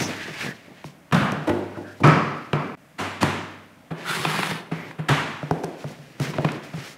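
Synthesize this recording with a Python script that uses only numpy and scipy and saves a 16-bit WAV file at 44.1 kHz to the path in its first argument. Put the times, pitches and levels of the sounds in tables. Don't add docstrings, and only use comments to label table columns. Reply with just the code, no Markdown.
import sys
import numpy as np
from scipy import signal
from scipy.fft import rfft, irfft, next_fast_len
from scipy.io import wavfile
from scipy.ndimage import uniform_filter1d, map_coordinates

SR = 44100
rng = np.random.default_rng(int(sys.argv[2]) if len(sys.argv) > 2 else 0)


def to_wav(s):
    ch = np.atleast_2d(s).T
    pcm = np.round(np.clip(ch, -1, 1) * 32767)
    wavfile.write(sys.argv[1], SR, pcm.astype(np.int16))


N = 307451
TIME = np.arange(N) / SR
AGE = np.arange(SR) / SR
DIP_START_S, DIP_END_S = 2.752, 2.772

def amp(db):
    return 10 ** (np.asarray(db) / 20)

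def unit(x):
    return x / np.sqrt(np.mean(x ** 2) + 1e-20)

def normed(x):
    return x / (np.linalg.norm(x) + 1e-20)

def along(points, hz):
    f, values = np.transpose(points)
    return np.interp(np.log(hz + 1), np.log(f + 1), values)

def wobble(rate):
    return map_coordinates(rng.standard_normal(int(N * rate / SR) + 4), [TIME * rate])

def filtered(x, response):
    size = next_fast_len(len(x) + SR // 4)
    return irfft(rfft(x, size) * response(np.fft.rfftfreq(size, 1 / SR)), size)[:len(x)]

def coloured(x, spectrum):
    return unit(filtered(x, lambda hz: amp(along(spectrum, hz))))

def slips(rate, hiss):
    grains = (rng.random(N) < rate / SR) * rng.standard_normal(N)
    return unit(grains) + hiss * rng.standard_normal(N)

def stroke(start, end, rise_db_per_s=700, fall_db_per_s=232):
    return amp(-rise_db_per_s * np.maximum(start - TIME, 0) - fall_db_per_s * np.maximum(TIME - end, 0))

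def progress(start, end):
    return np.clip((TIME - start) / (end - start), 0, 1)

def arch(start, end):
    return np.sqrt(np.abs(np.sin(np.pi * progress(start, end))))

# f/Hz, level/dB
ROOM_HUSH = [(15, -37), (25, -26), (164, -2), (281, -2), (368, -17.5), (598, -6), (945, -15), (2170, -16.5),
             (4040, -27.5), (13500, -33.5), (15500, -37)]
def room_tone(level_db=-52.5):
    return amp(level_db) * coloured(rng.standard_normal(N), ROOM_HUSH)

# start t/s, end t/s, relative rustle, hiss and rumble level/dB
HAND_STROKES = [(0.0, 0.027, -29.5, -32, -23.5), (0.094, 0.438, -36.5, -51.5, -36.5),
                (0.407, 0.482, -39, -43.5, -44), (0.547, 0.88, -53, -69, -45.5),
                (0.863, 0.876, -64, -52.5, -44.5), (1.4, 2.7, -56, -62.5, -51),
                (3.982, 4.044, -43, -61, -44), (4.73, 4.9, -45, -60, -44), (5.3, 5.773, -53.5, -61, -54),
                (5.8, 5.937, -49, -54, -46), (5.993, 6.154, -55.5, -62, -58),
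                (6.217, 6.255, -34, -40.5, -26), (6.308, 6.56, -42.5, -55, -35),
                (6.635, 6.77, -50, -54.5, -46.5), (6.79, 6.912, -43, -46, -52)]
# f/Hz, level/dB
CLOTH_RUSTLE = [(410, -17), (700, -8), (1050, -5.5), (1780, 3.5), (1920, 3), (2160, 3.5), (3270, -4.5),
                (4890, -10.5), (12900, -31.5), (15500, -35)]
FIBRE_HISS = [(1000, -35), (2800, 0), (5500, 1.5), (8000, -6), (12500, -11.5), (15500, -17)]
CASE_RUMBLE = [(24, -54), (40, -56), (69, -25), (113, 13), (178, 13.5), (227, 12.5), (483, 6), (533, 4),
               (1200, -5), (1560, -78), (2640, -120)]
def handling(rustle_db=-1, hiss_db=-1, rumble_db=-3):
    rustle, hiss, rumble = sum(np.outer(amp(levels_db), stroke(start, end))
                               for start, end, *levels_db in HAND_STROKES)
    cloth = coloured(slips(rate=1700, hiss=1.42), CLOTH_RUSTLE) * amp(rustle_db + 1.7 * wobble(35))
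    fibres = coloured(slips(rate=3000, hiss=1.3), FIBRE_HISS) * amp(hiss_db + 2.9 * wobble(50))
    jostle = coloured(slips(rate=220, hiss=0.86), CASE_RUMBLE) * amp(rumble_db + 4.7 * wobble(13))
    return rustle * cloth + hiss * fibres + rumble * jostle

# start t/s, end t/s, centre f/Hz, level/dB
SURFACE_CHAFES = [(0, 0.078, 5800, -34), (0.166, 0.304, 1750, -39.5), (0.46, 0.534, 1740, -36.5),
                  (1.748, 1.778, 1400, -43), (1.832, 1.96, 1580, -45.5), (4.052, 4.17, 1410, -30),
                  (4.727, 4.893, 2140, -42)]
def chafing(relative_width=0.13):
    out = np.zeros(N)
    for start, end, hz, db in SURFACE_CHAFES:
        band = filtered(rng.standard_normal(N), lambda f: 1 / (1 + ((f / hz - 1) / relative_width) ** 4))
        out += amp(db) * arch(start, end) * unit(band)
    return out

# f/Hz, t60/s
ROOM_DECAY = [(100, 0.54), (260, 0.78), (700, 0.77), (1800, 0.83), (5000, 0.81), (12000, 0.43)]
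# f/Hz, level/dB
ROOM_TIMBRE = [(50, -27), (100, -10), (150, 1), (500, 0), (2000, 1), (5000, -3), (12000, -1)]
def room_tail(colour, hold_s=0.074):
    hz, t, noise = signal.stft(rng.standard_normal(SR), SR, nperseg=512)
    fall_db = -60 * (np.hypot(t, hold_s) - hold_s) / along(ROOM_DECAY, hz)[:, None]
    tone_db = along(colour, hz) + along(ROOM_TIMBRE, hz)
    _, tail = signal.istft(noise * amp(fall_db + tone_db[:, None]), SR, nperseg=512)
    return normed(tail[:SR])

def ringing(modes, detune):
    pitch = 1 + detune * rng.uniform(-1, 1)
    return sum(amp(db + rng.normal(0, 0.57) - 60 * AGE / t60) * np.sin(2 * np.pi * pitch * hz * AGE)
               for hz, db, t60 in modes)

BAND_EDGES = [65, 260, 900, 3500, 13500]
def blows(rows, modes, colour, ring_db, room_db, room_ring_db, detune=0):
    out = np.zeros(N + SR)
    bands = [signal.butter(3, edges, "band", fs=SR, output="sos")
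             for edges in zip(BAND_EDGES, BAND_EDGES[1:])]
    for start, *levels_db, contact_s in rows:
        contact_age = AGE / contact_s
        rise = 1 - np.exp(-contact_age ** 2 / 2)
        crack = normed(coloured(rng.standard_normal(SR), colour) * rise * np.exp(-contact_age))
        ring = normed(ringing(modes, detune) * rise)
        ring_echo = normed(signal.fftconvolve(ring, room_tail(ROOM_TIMBRE))[:SR])
        echo = (room_tail(colour) + amp(room_ring_db) * ring_echo) * rise * (1 - np.exp(-AGE / 0.0014))
        heard = crack + amp(ring_db) * ring + amp(room_db) * echo
        if start < DIP_START_S:
            heard *= start + AGE < DIP_START_S
        for band, db in zip(bands, levels_db):
            part = signal.sosfilt(band, heard)
            peak_rms = np.sqrt(uniform_filter1d(part[:SR // 8] ** 2, size=441).max())
            out[round(start * SR):][:SR] += amp(db) * part / peak_rms
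    return out[:N]

def touched(rows, touch):
    soft_db, hard_db = np.transpose(touch)
    return [(start, *(db + soft_db + hardness * (hard_db - soft_db)), contact_s)
            for start, db, hardness, contact_s in rows]

# t/s, thud, knock, clack and click level/dB, contact t/s
HANDLE_HITS = [(0.002, -29, -28, -31.5, -36, 0.002), (2.979, -30.5, -29, -27.5, -40, 0.014),
               (3.204, -24.5, -25, -24, -34.5, 0.011), (5.083, -27, -23.5, -18.5, -33, 0.0055)]
# f/Hz, level/dB, t60/s
HANDLE_MODES = [(97.7, -9, 0.96), (159.4, -1, 0.15), (272, -18.5, 0.19), (386, 4, 0.076), (604, -2.5, 0.09),
                (986, -16, 0.081), (2000, -20, 0.0042)]
# f/Hz, level/dB
HANDLE_TIMBRE = [(35, -56), (60, -34), (83, -20), (107, -9.5), (385, 2.5), (497, -1.5), (657, 0), (756, -7),
                 (1550, -13), (1740, -13.5), (2780, -17), (7200, -22), (15500, -38)]
def handle_clatter():
    return blows(HANDLE_HITS, HANDLE_MODES, HANDLE_TIMBRE, ring_db=-3.5, room_db=9, room_ring_db=-16)

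# t/s, level/dB, hardness 0-1, contact t/s
SHELL_HITS = [(0.279, -36.5, 1, 0.0028), (1.319, -28, 1, .002), (2.075, -18, 0.44, 0.00047),
              (3.903, -26.5, 0.41, 0.0084), (4.257, -25, 0.2, 0.0088), (4.19, -32, .05, 0.0022),
              (4.51, -27.5, 0.56, 0.0021), (4.712, -23, 0.48, 0.0057), (4.982, -24.5, 0.02, 0.0083),
              (5.095, -19, 0.4, 0.0015), (5.111, -17.5, 0.6, .0008), (5.428, -26, 0.65, 0.00077),
              (5.51, -17.5, 1, 0.00028), (5.637, -26, 1, 0.00094), (5.841, -27, 0.5, 0.00052),
              (5.986, -40.5, 0.2, 0.0014), (6.197, -21, 0.08, 0.0021), (6.212, -24, 0, 0.00028),
              (6.384, -20, 0.86, 0.00015), (6.446, -24.5, 0.45, .0006), (6.265, -34, .45, 0.0076),
              (6.732, -28, 0, 0.0054), (6.775, -32.5, 0.27, 0.002)]
# soft level/dB, hard level/dB
SHELL_TOUCH = [(1, -1), (-9, 3), (-13.5, -7), (-33.5, -28.5)]
# f/Hz, level/dB, t60/s
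SHELL_MODES = [(150.8, -3.5, 0.18), (256.5, -8, 0.069), (381, -3.5, 0.038), (649, 0, 0.031),
               (733, -14.5, 0.037), (1430, 9.5, 0.009)]
# f/Hz, level/dB
SHELL_TIMBRE = [(35, -59), (60, -12), (139, -9.5), (215, -15.5), (320, -7.5), (642, -15), (1170, -19),
                (1450, -21), (3840, -31), (10700, -34.5), (15500, -57)]
def shell_knocks():
    hits = touched(SHELL_HITS, SHELL_TOUCH)
    return blows(hits, SHELL_MODES, SHELL_TIMBRE, ring_db=7.5, room_db=1.5, room_ring_db=-6.5, detune=0.09)

# t/s, level/dB, hardness 0-1, contact t/s
LATCH_HITS = [(0.842, -36.5, 0.04, .0006), (1.112, -40, 0.1, 0.00067), (2.531, -21.5, .15, 0.00072),
              (3.229, -17.5, 0.1, 0.00092), (4.249, -20, 0.46, 0.002), (4.343, -27.5, 0.5, .0008),
              (4.388, -24.5, .25, 0.0014), (4.429, -25.5, 0.83, 0.0018), (4.911, -41.5, 0.9, 0.00051),
              (6.334, -37.5, 0.7, 0.0045), (6.445, -21, 0.02, 0.0021), (6.486, -33.5, 1, 0.0023)]
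# soft level/dB, hard level/dB
LATCH_TOUCH = [(3.5, -38), (3.5, -9), (0, 6.5), (-20.5, -26)]
# f/Hz, level/dB, t60/s
LATCH_MODES = [(146.5, -10, 0.22), (334, 5.5, 0.021), (1020, 6, 0.011), (1336, -21, 0.048),
               (2490, -11, 0.028), (3880, -19, 0.021), (7550, -13, 0.0048)]
def latch_snaps():
    hits = touched(LATCH_HITS, LATCH_TOUCH)
    return blows(hits, LATCH_MODES, HANDLE_TIMBRE, ring_db=-0.5, room_db=-6, room_ring_db=-6)

# t/s, thud, knock, clack and click level/dB, contact t/s
CASE_HITS = [(1.121, -15.5, -19.5, -19, -34.5, 0.0048), (1.141, -15, -25.5, -27.5, -33.5, 0.0041),
             (1.208, -25, -29.5, -26, -47, 0.0017)]
# f/Hz, level/dB, t60/s
CASE_MODES = [(151.7, 4.5, 0.094), (222, -5.5, 0.074), (742, -20, 0.029), (1120, -9, 0.024),
              (1530, -19, 0.044)]
# f/Hz, level/dB
CASE_TIMBRE = [(35, -53), (60, -42), (167, -7), (231, 2), (272, -21.5), (497, 1), (546, -6), (810, -11),
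               (910, -16), (1520, -16), (2010, -25.5), (2650, -25), (15500, -50)]
def case_drop():
    return blows(CASE_HITS, CASE_MODES, CASE_TIMBRE, ring_db=-6.5, room_db=6, room_ring_db=-11.5)

# t/s, click level/dB
FITTING_HITS = [(1.319, -38), (1.492, -49), (2.074, -38), (3.229, -28.5), (5.091, -34), (5.509, -40.5),
                (5.635, -44), (5.642, -37.5), (6.199, -39), (6.518, -42.5)]
# f/Hz, level/dB
FITTING_TIMBRE = [(60, -20), (300, -1), (3000, -9), (6000, 2.5), (11000, -7), (15500, -12)]
def fitting_ticks(band_offsets_db=(-24, -6, 0, 0), contact_s=0.0012):
    hits = [(start, *np.add(db, band_offsets_db), contact_s) for start, db in FITTING_HITS]
    return blows(hits, LATCH_MODES, FITTING_TIMBRE, ring_db=-22, room_db=-12.5, room_ring_db=-12)

# t/s, thud, knock, clack and click level/dB, contact t/s
TABLE_HITS = [(1.468, -33, -17.5, -30, -43, 0.0069), (1.491, -21, -23.5, -25.5, -43, 0.0037),
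              (1.768, -32.5, -30.5, -43.5, -61, 0.0047), (1.999, -23, -28, -47, -53, 0.0048)]
# f/Hz, level/dB, t60/s
TABLE_MODES = [(100.5, -16.5, 1), (197, -17, 0.74), (250, -8.5, 0.48), (298, -1.5, 0.3), (349, -2, 0.34),
               (474, -9.5, 0.32), (600, -10, 0.43), (864, -9.5, 0.18), (1460, -4.5, 0.13),
               (1940, -7.5, 0.15)]
# f/Hz, level/dB
TABLE_TIMBRE = [(35, -58), (60, -38), (91, -4), (231, -11.5), (253, -20), (343, -3.5), (394, -8.5),
                (869, -13), (1120, -18), (1480, -21), (15500, -44)]
def table_bumps():
    return blows(TABLE_HITS, TABLE_MODES, TABLE_TIMBRE, ring_db=4.5, room_db=1.5, room_ring_db=-5)

# t/s, thud, knock, clack and click level/dB, contact t/s
LEG_HITS = [(2.032, -10, -14, -14.5, -35, 0.0066), (2.531, -22.5, -26, -26, -50, 0.0016)]
# f/Hz, level/dB, t60/s
STAND_MODES = [(148.3, 6.5, 0.41), (223, -23, 0.134), (336, -12, 0.39), (724, 3, 0.1), (1140, -29, 0.21),
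               (1235, -19, 0.13), (1306, -4.5, 0.42), (2337, 16, 0.026), (5200, -14, 0.016)]
# f/Hz, level/dB
STAND_TIMBRE = [(35, -52), (60, -44), (142, 8.5), (179, -8.5), (335, -10), (497, -13), (869, -17),
                (1230, -10), (1480, -18.5), (2310, -22.5), (3760, -34), (4850, -28), (15500, -59)]
def stand_clang():
    return blows(LEG_HITS, STAND_MODES, STAND_TIMBRE, ring_db=7, room_db=12, room_ring_db=-9.5)

def wall_rub(travel, positions=4, ring_s=0.0037):
    out = np.zeros(N)
    for k in range(positions):
        walls = rng.standard_normal(SR // 10) * np.exp(-AGE[:SR // 10] / ring_s)
        share = np.clip(1 - np.abs(travel * (positions - 1) - k), 0, 1)
        out += np.sqrt(share) * unit(signal.fftconvolve(slips(rate=2500, hiss=0.88), walls)[:N])
    return out

# f/Hz, width/Hz, level/dB
TUBE_RESONANCES = [(920, 420, 4), (1470, 130, 3), (2100, 910, 3.5), (3700, 510, -7.5)]
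def tube_response(f):
    return sum((-1) ** k * amp(db) * 1j * f * width / (centre ** 2 - f ** 2 + 1j * f * width)
               for k, (centre, width, db) in enumerate(TUBE_RESONANCES))

# f/Hz, level/dB
GUIDE_SCRAPE = [(120, -34), (200, 1), (249, -30), (365, -2.5), (641, -21.5), (1400, -2), (2960, -14),
                (3610, -7), (5910, -21.5), (11000, -21.5), (15500, -44)]
SHELL_SHAKE = [(50, -45), (100, -15), (165, 5.5), (215, -5.5), (300, -24), (420, -14), (900, -28),
               (3000, -70)]
def handle_slide(start=4.092, end=4.517, scrape_db=-28, tube_db=-3, shake_db=-35, dulling_db_per_s=10):
    rub = wall_rub(progress(start, end)) + 0.75 * slips(rate=900, hiss=1.2)
    scrape = unit(coloured(rub, GUIDE_SCRAPE) + amp(tube_db) * unit(filtered(rub, tube_response)))
    treble = filtered(scrape, lambda f: f ** 2 / (f ** 2 + 5000 ** 2))
    shake = coloured(slips(rate=110, hiss=0.32), SHELL_SHAKE)
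    push = stroke(start, end, rise_db_per_s=264, fall_db_per_s=135)
    treble_gain = push ** 1.54 * amp(2 - dulling_db_per_s * np.maximum(TIME - start, 0))
    judder = amp(scrape_db + wobble(45))
    return judder * (push * (scrape - treble) + treble_gain * treble) + amp(shake_db) * push * shake

# t/s, f/Hz
SQUEAK_PITCH = [(4.745, 11800), (4.782, 14200), (4.83, 11800), (4.865, 13300), (4.905, 11100)]
def grip_squeak(level_db=-64.5, waver=0.024):
    times, hz = np.transpose(SQUEAK_PITCH)
    glide = uniform_filter1d(np.interp(TIME, times, hz), size=1000)
    pitch = glide * (1 + waver * wobble(900))
    return amp(level_db) * arch(times[0], times[-1]) * np.sin(2 * np.pi * np.cumsum(pitch) / SR)

def scene(low_cut_hz=78, dip_db=-12):
    heavy = case_drop() + table_bumps() + stand_clang() + handle_clatter()
    light = shell_knocks() + latch_snaps() + fitting_ticks()
    low_cut = signal.butter(2, low_cut_hz, "high", fs=SR, output="sos")
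    impacts = signal.sosfilt(low_cut, heavy + light)
    friction = handle_slide() + handling() + chafing() + grip_squeak()
    dip = amp(dip_db * ((TIME > DIP_START_S) & (TIME < DIP_END_S)))
    return (dip * (impacts + friction + room_tone()))[None]

def record(dry):
    top_hz = 15750
    return filtered(dry[0], lambda hz: hz < top_hz)[None]

dry = scene()
out = record(dry)
to_wav(out)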